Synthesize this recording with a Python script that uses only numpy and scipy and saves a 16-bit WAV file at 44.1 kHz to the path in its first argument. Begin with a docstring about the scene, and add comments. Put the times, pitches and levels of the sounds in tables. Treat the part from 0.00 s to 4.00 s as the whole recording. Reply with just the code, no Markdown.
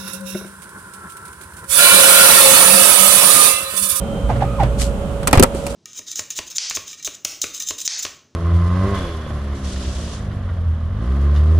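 """A loose offcut scrapes and a saw blade brushes wood over a small steam traction engine idling outdoors.
The cut piece knocks and tumbles; then a log meets the belt-driven circular saw and the engine slows.
Shaped noise makes the tooth rasp, the scrape and the steam; resonators make the ringing disc; decaying
sines make the knocks; pulses make the exhaust. The saw is louder on the right; loud peaks overload softly."""
import sys
import numpy as np
from scipy import signal
from scipy.fft import rfft, irfft, next_fast_len
from scipy.io import wavfile
from scipy.ndimage import uniform_filter1d, map_coordinates

SR = 44100
rng = np.random.default_rng(int(sys.argv[2]) if len(sys.argv) > 2 else 0)


def to_wav(s):
    """Save 16-bit WAV."""
    ch = np.atleast_2d(s).T  # columns
    pcm = np.round(np.clip(ch, -1, 1) * 32767)  # PCM
    wavfile.write(sys.argv[1], SR, pcm.astype(np.int16))


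N = 176400
T = np.arange(N) / SR

# The log in the blade: start_s [s], rasp_level_db [dB], ring_over_rasp_db [dB],
# rasp_left_right_db [dB, used about its mean over time]
CUT_STAGES = [(1.66, -57, 0, -16), (1.71, -18.5, -29, -14.5), (1.79, -9, -6, -8.5), (2.39, -7, -9, -8),
              (2.87, -8.5, -10.5, -13), (3.47, -9, -14.5, -11.5), (3.54, -19, -8, -14), (3.67, -30, -3, -8),
              (3.76, -25.5, -6.5, -10.5)]
# Left-right likeness of the saw and offcut noise: pitch_hz [Hz], likeness [-1 to 1]
SAW_LIKENESS = [(60, 0.82), (240, 0.25), (950, 1), (3770, -0.44), (15000, -0.11)]
# Left-right likeness of the engine noise: pitch_hz [Hz], likeness [-1 to 1]
IDLE_LIKENESS = [(60, 0.94), (180, 0.98), (550, 0.74), (1650, 1), (4970, -0.32), (15000, 0.33)]
# Port balance for the engine and offcut: pitch_hz [Hz], left_right_db [dB]
IDLE_BALANCE = [(60, 0.5), (290, 1.5), (640, -8.5), (1410, 2.5), (3100, -8.5), (6820, -19), (15000, -22)]


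def amp(db):
    """Amplitude factor of a level in dB."""
    return 10 ** (np.asarray(db) / 20)


def unit(x):
    """x scaled to an rms of 1."""
    return x / np.sqrt(np.mean(x ** 2) + 1e-20)


def along(points, hz):
    """Read a curve of (Hz, value) points on a log frequency axis."""
    f, v = np.transpose(points)
    return np.interp(np.log(hz + 1), np.log(f + 1), v)


def curves(rows):
    """One value per sample for each column after the time."""
    s, *cols = np.transpose(rows)
    return [np.interp(T, s, c) for c in cols]


def wobble(rate):
    """A smooth random curve through `rate` random knots a second."""
    coarse = T[::64]
    knots = rng.standard_normal(int(N * rate / SR) + 4)
    return np.interp(T, coarse, map_coordinates(knots, [coarse * rate]))


def filtered(x, response):
    """Multiply the spectrum of x by a complex response of frequency."""
    m = next_fast_len(N + SR // 2)
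    return irfft(rfft(x, m) * response(np.fft.rfftfreq(m, 1 / SR)), m)[..., :N]


def peak(f, hz, width):
    """Response of one causal resonance, 1 at its centre."""
    return 1j * f * width / (hz * hz - f * f + 1j * f * width)


def ports(pair, balance):
    """Two microphone ports colour the sound oppositely about a mean gain of 1; the left hears it later."""
    left_lag_s = .00013

    def response(hz):
        share = 2 / (1 + amp(np.outer([-1, 1], along(balance, hz))))
        return share * np.exp(np.outer([-1, 0], 2j * np.pi * hz * left_lag_s))

    return filtered(pair, response)


def rush(gain, likeness, patchy_db):
    """Stereo noise of rms 1: random patches of gain in time and pitch, then colour and stereo width."""
    z = signal.stft(rng.standard_normal((2, N)), nperseg=512)[2]
    field = uniform_filter1d(rng.standard_normal(z.shape[1:]), 3, 0)
    field = uniform_filter1d(field, 10, 1)
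    pair = signal.istft(z * amp(patchy_db * unit(field)), nperseg=512)[1][:, :N]

    def mid_side(hz):
        turn = np.arccos(np.clip(along(likeness, hz), -1, 1)) / 2
        return gain(hz) * np.array([np.cos(turn), np.sin(turn)])

    mid, side = filtered(pair, mid_side)
    return unit(np.array([mid + side, mid - side]))


def exhaust():
    """Each exhaust beat sends one low thump up the stack, a sine under a Gaussian swell."""
    # Engine beats: start_s [s], beats_so_far [count]
    beat_count = [(-.062, -1), (.99, 12), (1.623, 20), (2.008, 25), (2.566, 32), (3.005, 37), (3.449, 42),
                  (3.831, 46), (4.03, 48)]
    # Exhaust loudness: start_s [s], level_db [dB]
    exhaust_level = [(0.0, -54), (0.72, -56.5), (2.29, -40), (3.32, -46.5), (4.0, -46.5)]
    thump_hz, thump_s, scatter_db = 79.4, 0.012, 2
    count = uniform_filter1d(curves(beat_count)[0], size=4410, mode="nearest")
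    at = np.flatnonzero(np.diff(np.floor(count)))
    blows = np.zeros(N)
    blows[at] = amp(rng.normal(0, scatter_db, len(at)))
    t = np.arange(-2200, 2200) / SR
    thump = np.exp(-(t / thump_s) ** 2) * np.sin(2 * np.pi * thump_hz * t)
    return unit(signal.fftconvolve(blows, thump, "same")) * amp(curves(exhaust_level)[0])


def running_gear():
    """The running gear rumbles and clatters as coloured noise of wavering level."""
    # Colour of the running gear: pitch_hz [Hz], density_db [dB per Hz, relative]
    gear_colour = [(30, -36), (45, -44), (65, -3), (153, -5), (191, 1), (243, -11), (363, -5.5), (760, -18),
                   (1030, 0), (1220, -12.5), (1400, 1), (1540, -1), (1800, -11.5), (2600, -29),
                   (5280, -120)]
    noise = rush(lambda f: amp(along(gear_colour, f)), IDLE_LIKENESS, patchy_db=0.5)
    return noise * amp(-40.5 + 2.2 * wobble(29.8))


def gear_whine():
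    """A gear whines for a moment: one sine of slightly wandering pitch, faded in and out."""
    whine_hz, wander_hz, level_db = 1349, 3, -43.5
    tone = np.sqrt(2) * np.sin(2 * np.pi * np.cumsum(whine_hz + wander_hz * wobble(11)) / SR)
    start_s, end_s = 0.96, 1.28
    fade = np.interp(T, [start_s - .1, start_s, end_s, end_s + 0.059], [0, 1, 1, 0])
    return tone * amp(level_db) * fade


def steam():
    """Leaking steam hisses, puffs at a steady period until the cut is under way, and bursts as valve clicks."""
    # Colour of the steam: pitch_hz [Hz], density_db [dB per Hz, relative]
    steam_colour = [(1060, -35), (1800, -16), (2100, -2.5), (4360, -7.5), (6690, -7.5), (7880, -1),
                    (9460, 4), (11600, -7.5), (15900, -16)]
    # Valve gear clicks: start_s [s], level_db [dB, before click_trim_db]
    valve_clicks = [(0.6195, -26), (0.6913, -28), (0.9357, -27), (1.099, -26.5), (1.121, -26), (1.169, -20),
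                    (1.2546, -30), (1.2794, -28), (1.3279, -26), (1.4122, -28), (1.4354, -26),
                    (1.5364, -29), (1.568, -31), (1.5908, -26), (1.6407, -26)]
    leak_db, click_trim_db, click_decay_s = -48.5, -17, 0.0067
    puff_start_s, puff_every_s, puff_s = .146, .158, 0.031
    puff_db, puff_swing_db = -50, 3
    since = (T - puff_start_s) % puff_every_s
    puffs = amp(puff_db + puff_swing_db * wobble(42.6)) * np.exp(-(since / puff_s) ** 2)
    level = amp(leak_db) + puffs * (T < CUT_STAGES[1][0])
    for s, db in valve_clicks:
        level = level + amp(db + click_trim_db) * (T > s) * np.exp(-np.abs(T - s) / click_decay_s)
    return rush(lambda f: amp(along(steam_colour, f)), IDLE_LIKENESS, patchy_db=0.5) * level


def engine():
    """Running gear, whine and steam reach the two ports together."""
    return ports(running_gear() + steam() + gear_whine(), IDLE_BALANCE)


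def offcut():
    """A loose offcut scrapes the disc: banded noise that dies away as the cut piece comes free."""
    # Scrape bands: pitch_hz [Hz], width_hz [Hz], level_db [dB]
    scrape_bands = [(2730, 120, 4), (3750, 200, 4.5), (5500, 410, 2), (11100, 130, 6), (15400, 260, -11)]
    # Scrape loudness: start_s [s], level_db [dB]
    scrape_level = [(0, -35), (.15, -36.5), (.19, -47), (.25, -51.5), (.27, -41), (.38, -41.5), (.41, -49),
                    (.45, -47), (.6, -72)]
    floor_db, swing_db = -13.5, 3

    def colour(f):
        bands = sum(amp(db) * peak(f, hz, width) for hz, width, db in scrape_bands)
        return np.abs(amp(floor_db) * (f > 1800) + bands)

    level = amp(curves(scrape_level)[0] + swing_db * wobble(22.3)) * (T < scrape_level[-1][0])
    return ports(rush(colour, SAW_LIKENESS, patchy_db=2) * level, IDLE_BALANCE)


def knocks():
    """A cut piece falls and tumbles: each blow and its noisy rattle ring the modes of the wood."""
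    # Blows: start_s [s], level_db [dB], rattle_s [s]
    wood_blows = [(.3475, -19, .004), (.353, -21, .02), (.41, -28, .03), (.445, -28, .025), (3.6, -32, .06),
                  (3.735, -28, .06)]
    # Modes of the cut piece: pitch_hz [Hz], level_db [dB], t60_s [s to fall 60 dB]
    wood_modes = [(200, -1, .04), (370, -2, .05), (600, -5, .03), (1491, -3, .02), (2200, -7, .012)]
    rise_s = .0015
    blows, t, noise = np.zeros(N), T[:SR // 10], rng.standard_normal(N)
    for s, db, rattle_s in wood_blows:
        blows[round(s * SR)] += amp(db)
        rattle = noise * (T > s) * np.exp(-np.abs(T - s) / rattle_s)
        blows += amp(db) * rattle / np.sqrt(rattle_s * SR)
    body = sum(amp(db - 60 * t / t60) * np.sin(2 * np.pi * hz * t) for hz, db, t60 in wood_modes)
    return signal.fftconvolve(blows, body * (1 - np.exp(-t / rise_s)))[:N]


def hum():
    """The disc's two lowest modes swell and fade as sines of wandering pitch."""
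    # Mode loudness: start_s [s], lower_db [dB], upper_db [dB]
    hum_levels = [(0.03, -35.5, -49), (0.122, -44, -55), (0.143, -32, -39), (0.19, -38, -51),
                  (0.224, -33, -39), (0.34, -34, -50), (0.37, -39, -45), (0.46, -39, -57),
                  (0.52, -49.5, -70), (1.51, -81, -71), (1.85, -41, -29.5), (1.89, -39, -47),
                  (1.93, -30, -24), (2.32, -44, -28.5), (2.35, -34, -33), (2.45, -38, -18),
                  (2.65, -35.5, -32.5), (2.81, -27.5, -25), (2.92, -48, -38), (3.02, -26, -32.5),
                  (3.69, -72, -38.5), (3.82, -36.5, -45.5), (4.0, -59, -46)]
    swing_db = 2
    pitches_hz, wanders_hz, left_right_db = (194, 539), (4, 3), (4.5, 10.5)
    out = np.zeros((2, N))
    for db, hz, wander, pan in zip(curves(hum_levels), pitches_hz, wanders_hz, left_right_db):
        level = amp(db + swing_db * wobble(20))
        tone = np.sqrt(2) * np.sin(2 * np.pi * np.cumsum(hz + wander * wobble(40.59)) / SR)
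        out += np.outer(amp([pan / 2, -pan / 2]), level * tone)
    return out


def proud_tooth():
    """One tooth stands proud and knocks the bench once a turn, each knock a few short-lived modes."""
    # Knocking turns: start_s [s], turns_so_far [count], level_db [dB, before knock_trim_db]
    proud_turns = [(2.1, 0, -34), (2.353, 5, -22), (2.571, 9, -23), (2.86, 14, -23), (3.155, 19, -30)]
    # Bench modes: pitch_hz [Hz, before scatter], level_db [dB, relative], left_right_db [dB]
    bench_modes = [(368, -15, -6), (904, 0, -15), (1284, -8, -6)]
    rise_s, knock_trim_db, level_scatter_db, pitch_scatter = 0.0051, 1, 2, 0.032
    s, turns, db = np.transpose(proud_turns)
    at = np.interp(np.arange(turns[-1] + 1), turns, s)
    t, out = T[:SR // 20], np.zeros((2, N))
    swell = t / rise_s * np.exp(1 - t / rise_s)  # fullest at rise_s
    for when, draws in zip(at, rng.standard_normal((len(at), len(bench_modes), 2))):
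        start = round((when - rise_s) * SR)
        for (hz, mode_db, pan_db), (a, b) in zip(bench_modes, draws):
            ring = swell * np.sin(2 * np.pi * hz * (1 + pitch_scatter * a) * t)
            level_db = np.interp(when, s, db) + knock_trim_db + mode_db + level_scatter_db * b
            gain = amp(level_db + np.array([pan_db, -pan_db]) / 2)
            out[:, start:][:, :len(t)] += np.outer(gain, ring)
    return out


def teeth():
    """Teeth passed so far, per sample: the running sum of a tooth rate that falls as the saw slows."""
    # Teeth passing: start_s [s], tooth_rate_hz [Hz]
    tooth_rate = [(0, 1420), (2.2, 1415), (2.45, 1330), (3.1, 1255), (4, 1235)]
    return np.cumsum(curves(tooth_rate)[0]) / SR


def contact():
    """How hard the teeth bear on wood: the cut, wavering once a turn, and separate brushes of the blade."""
    # Blade brushes wood: start_s [s], level_db [dB, before brush_trim_db], length_s [s, Gaussian decay]
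    brushes = [(0.075, -24.5, 0.015), (0.13, -21, 0.018), (0.2049, -31, 0.011), (0.26, -32.5, 0.017),
               (0.297, -28.5, 0.016), (1.686, -28, 0.043), (3.762, -10.5, 0.076), (3.815, -12, 0.091),
               (3.888, -10, 0.058), (3.947, -12.5, 0.064)]
    brush_trim_db, rise_share, turn_wobble_db, teeth_per_turn = -5.5, 0.24, 0.5, 72
    level_db, ring_db, pan_db = curves(CUT_STAGES)
    turn_db = turn_wobble_db * np.sin(2 * np.pi * teeth() / teeth_per_turn)
    cut = amp(level_db + turn_db) * (T > CUT_STAGES[0][0]) * (T < CUT_STAGES[-1][0] + .02)
    brush = np.zeros(N)
    for s, db, length in brushes:
        rise = np.clip((T - s) / (rise_share * length), 0, 1)
        decay = np.exp(-(np.clip(T - s, 0, 9) / length) ** 2)
        brush += amp(db + brush_trim_db) * rise * decay
    return cut, brush, ring_db, pan_db - pan_db.mean()


def rasp(cut, brush):
    """Teeth tear the wood: noise coloured by shrill disc resonances, thin in a brush, full in the cut."""
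    # Colour of the tearing: pitch_hz [Hz], density_db [dB per Hz, relative]
    rasp_colour = [(59, -46), (100, -13.5), (193, -2.5), (295, -6.5), (470, -4.5), (534, 2), (734, -6),
                   (890, -4), (1080, 1.5), (1420, -3.5), (2680, -10.5), (6520, -8), (9360, -1),
                   (15900, -13.5)]
    # Chosen upper modes: width_hz [Hz], level_db [dB]
    shrill_modes = [(100, -8), (80, 11), (200, 6.5), (150, 6), (55, -2)]
    # Pitches of those modes [Hz]
    shrill_hz = (6080, 9120, 9570, 9950, 10690)
    crowd_db, crowd_width_hz = 4, 26.3
    brush_hz = 3120  # a light brush sounds mostly above this
    body_hz, body_build_s = 1000, .19  # the low body builds up as the blade sinks in
    flutter_db = 0.5
    crowd_hz = rng.uniform(2200, 15500, size=160)
    grid = np.arange(0, SR / 2, 4)
    chosen = sum(amp(db) * peak(grid, hz, width) for hz, (width, db) in zip(shrill_hz, shrill_modes))
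    crowd = amp(crowd_db) * sum(peak(grid, hz, crowd_width_hz) for hz in crowd_hz)
    shape = np.abs(1 + chosen + crowd)
    noise = rush(lambda f: amp(along(rasp_colour, f)) * np.interp(f, grid, shape), SAW_LIKENESS, patchy_db=2)
    thin = filtered(noise, lambda f: f * f / (f * f + brush_hz ** 2))
    body = filtered(noise, lambda f: 1 / (1 + (f / body_hz) ** 4))
    body_missing = np.exp(-(np.clip(T - CUT_STAGES[0][0], 0, None) / body_build_s) ** 2)
    return ((noise - body_missing * body) * cut + thin * brush) * amp(flutter_db * wobble(24.75))


def disc_ring(cut, brush, ring_db):
    """Tearing noise and a noisy tone at the tooth rate shake the disc's modes, which ring on."""
    # Modes of the disc: pitch_hz [Hz], level_db [dB, relative to their total]
    disc_modes = [(581.4, -20), (678.3, -21.5), (1061, -23), (1217, -39.5), (1270, -43.5), (1405, -44),
                  (1523, -40), (1690, -19), (1841, -19.5), (2089, -32), (2342, -15.5), (2627, -16),
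                  (2686, -12), (2945, -12.5), (3300, -24), (4011, -14)]
    ring_trim_db, brush_ring_db, swing_db = -1, -12, 3
    tooth_db, tooth_width_hz = 11, 59
    brush_tear_db = -7  # a brush shakes the disc mostly at the tooth rate
    width_1k_hz, widens = 11.8, 0.043  # mode width at 1 kHz and its power-law growth with pitch
    drift = filtered(rng.standard_normal(N), lambda f: 1 / (1 + 1j * f / tooth_width_hz) ** 3)
    sing = np.cos(2 * np.pi * teeth()) * unit(drift)
    deep, light = cut * amp(ring_db + ring_trim_db), brush * amp(brush_ring_db)
    tearing = rng.standard_normal(N) * (deep + light * amp(brush_tear_db))
    shake = tearing + amp(tooth_db) * sing * (deep + light)
    total = np.sqrt(sum(amp(db) ** 2 for _, db in disc_modes))
    ring = np.zeros((2, N))
    for hz, db in disc_modes:
        width = width_1k_hz * (hz / 1000) ** widens
        drive = shake * amp(swing_db * wobble(4.854))
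        mode = signal.lfilter(*signal.iirpeak(hz, hz / width, SR), drive)
        mode = mode * np.sqrt(SR / np.pi / width)  # evens out the energy narrow modes lose
        pan = amp(swing_db * rng.standard_normal() * np.array([.5, -.5]))
        ring += np.outer(pan, mode) * amp(db) / total
    return ring


def freed_tones():
    """Pure tones sing briefly as the log parts, swelling and fading as a Gaussian."""
    # Tones: pitch_hz [Hz], peak_db [dB]
    parting_tones = [(2061, -32), (2733, -31)]
    middle_s, length_s = 3.55, .07
    tones = sum(amp(db) * np.sin(2 * np.pi * hz * T) for hz, db in parting_tones)
    return tones * np.exp(-((T - middle_s) / length_s) ** 2)


def saw():
    """Rasp and disc ring reach the two ports; the left-right balance of the rasp moves with the cut."""
    # Port balance for the saw: pitch_hz [Hz], left_right_db [dB]
    saw_balance = [(60, 9), (200, -9.5), (380, -1.5), (700, -8.5), (1290, 0.5), (2380, -6.5), (4400, -8.5),
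                   (8120, -25), (15000, -9)]
    cut, brush, ring_db, pan_db = contact()
    tearing = ports(rasp(cut, brush), saw_balance) * amp(np.outer([1, 0], pan_db))
    ringing = ports(disc_ring(cut, brush, ring_db), saw_balance)
    return tearing + ringing + freed_tones()


def scene():
    """The engine, the loose wood and the saw together."""
    return exhaust() + engine() + offcut() + knocks() + hum() + proud_tooth() + saw()


def record(dry):
    """The input overloads softly; nothing is kept above the band limit."""
    ceiling, hardness, top_hz = 1, 4.5, 16030
    loud = dry / (1 + np.abs(dry / ceiling) ** hardness) ** (1 / hardness)
    return filtered(loud, lambda hz: hz < top_hz)


dry = scene()
out = record(dry)
to_wav(out)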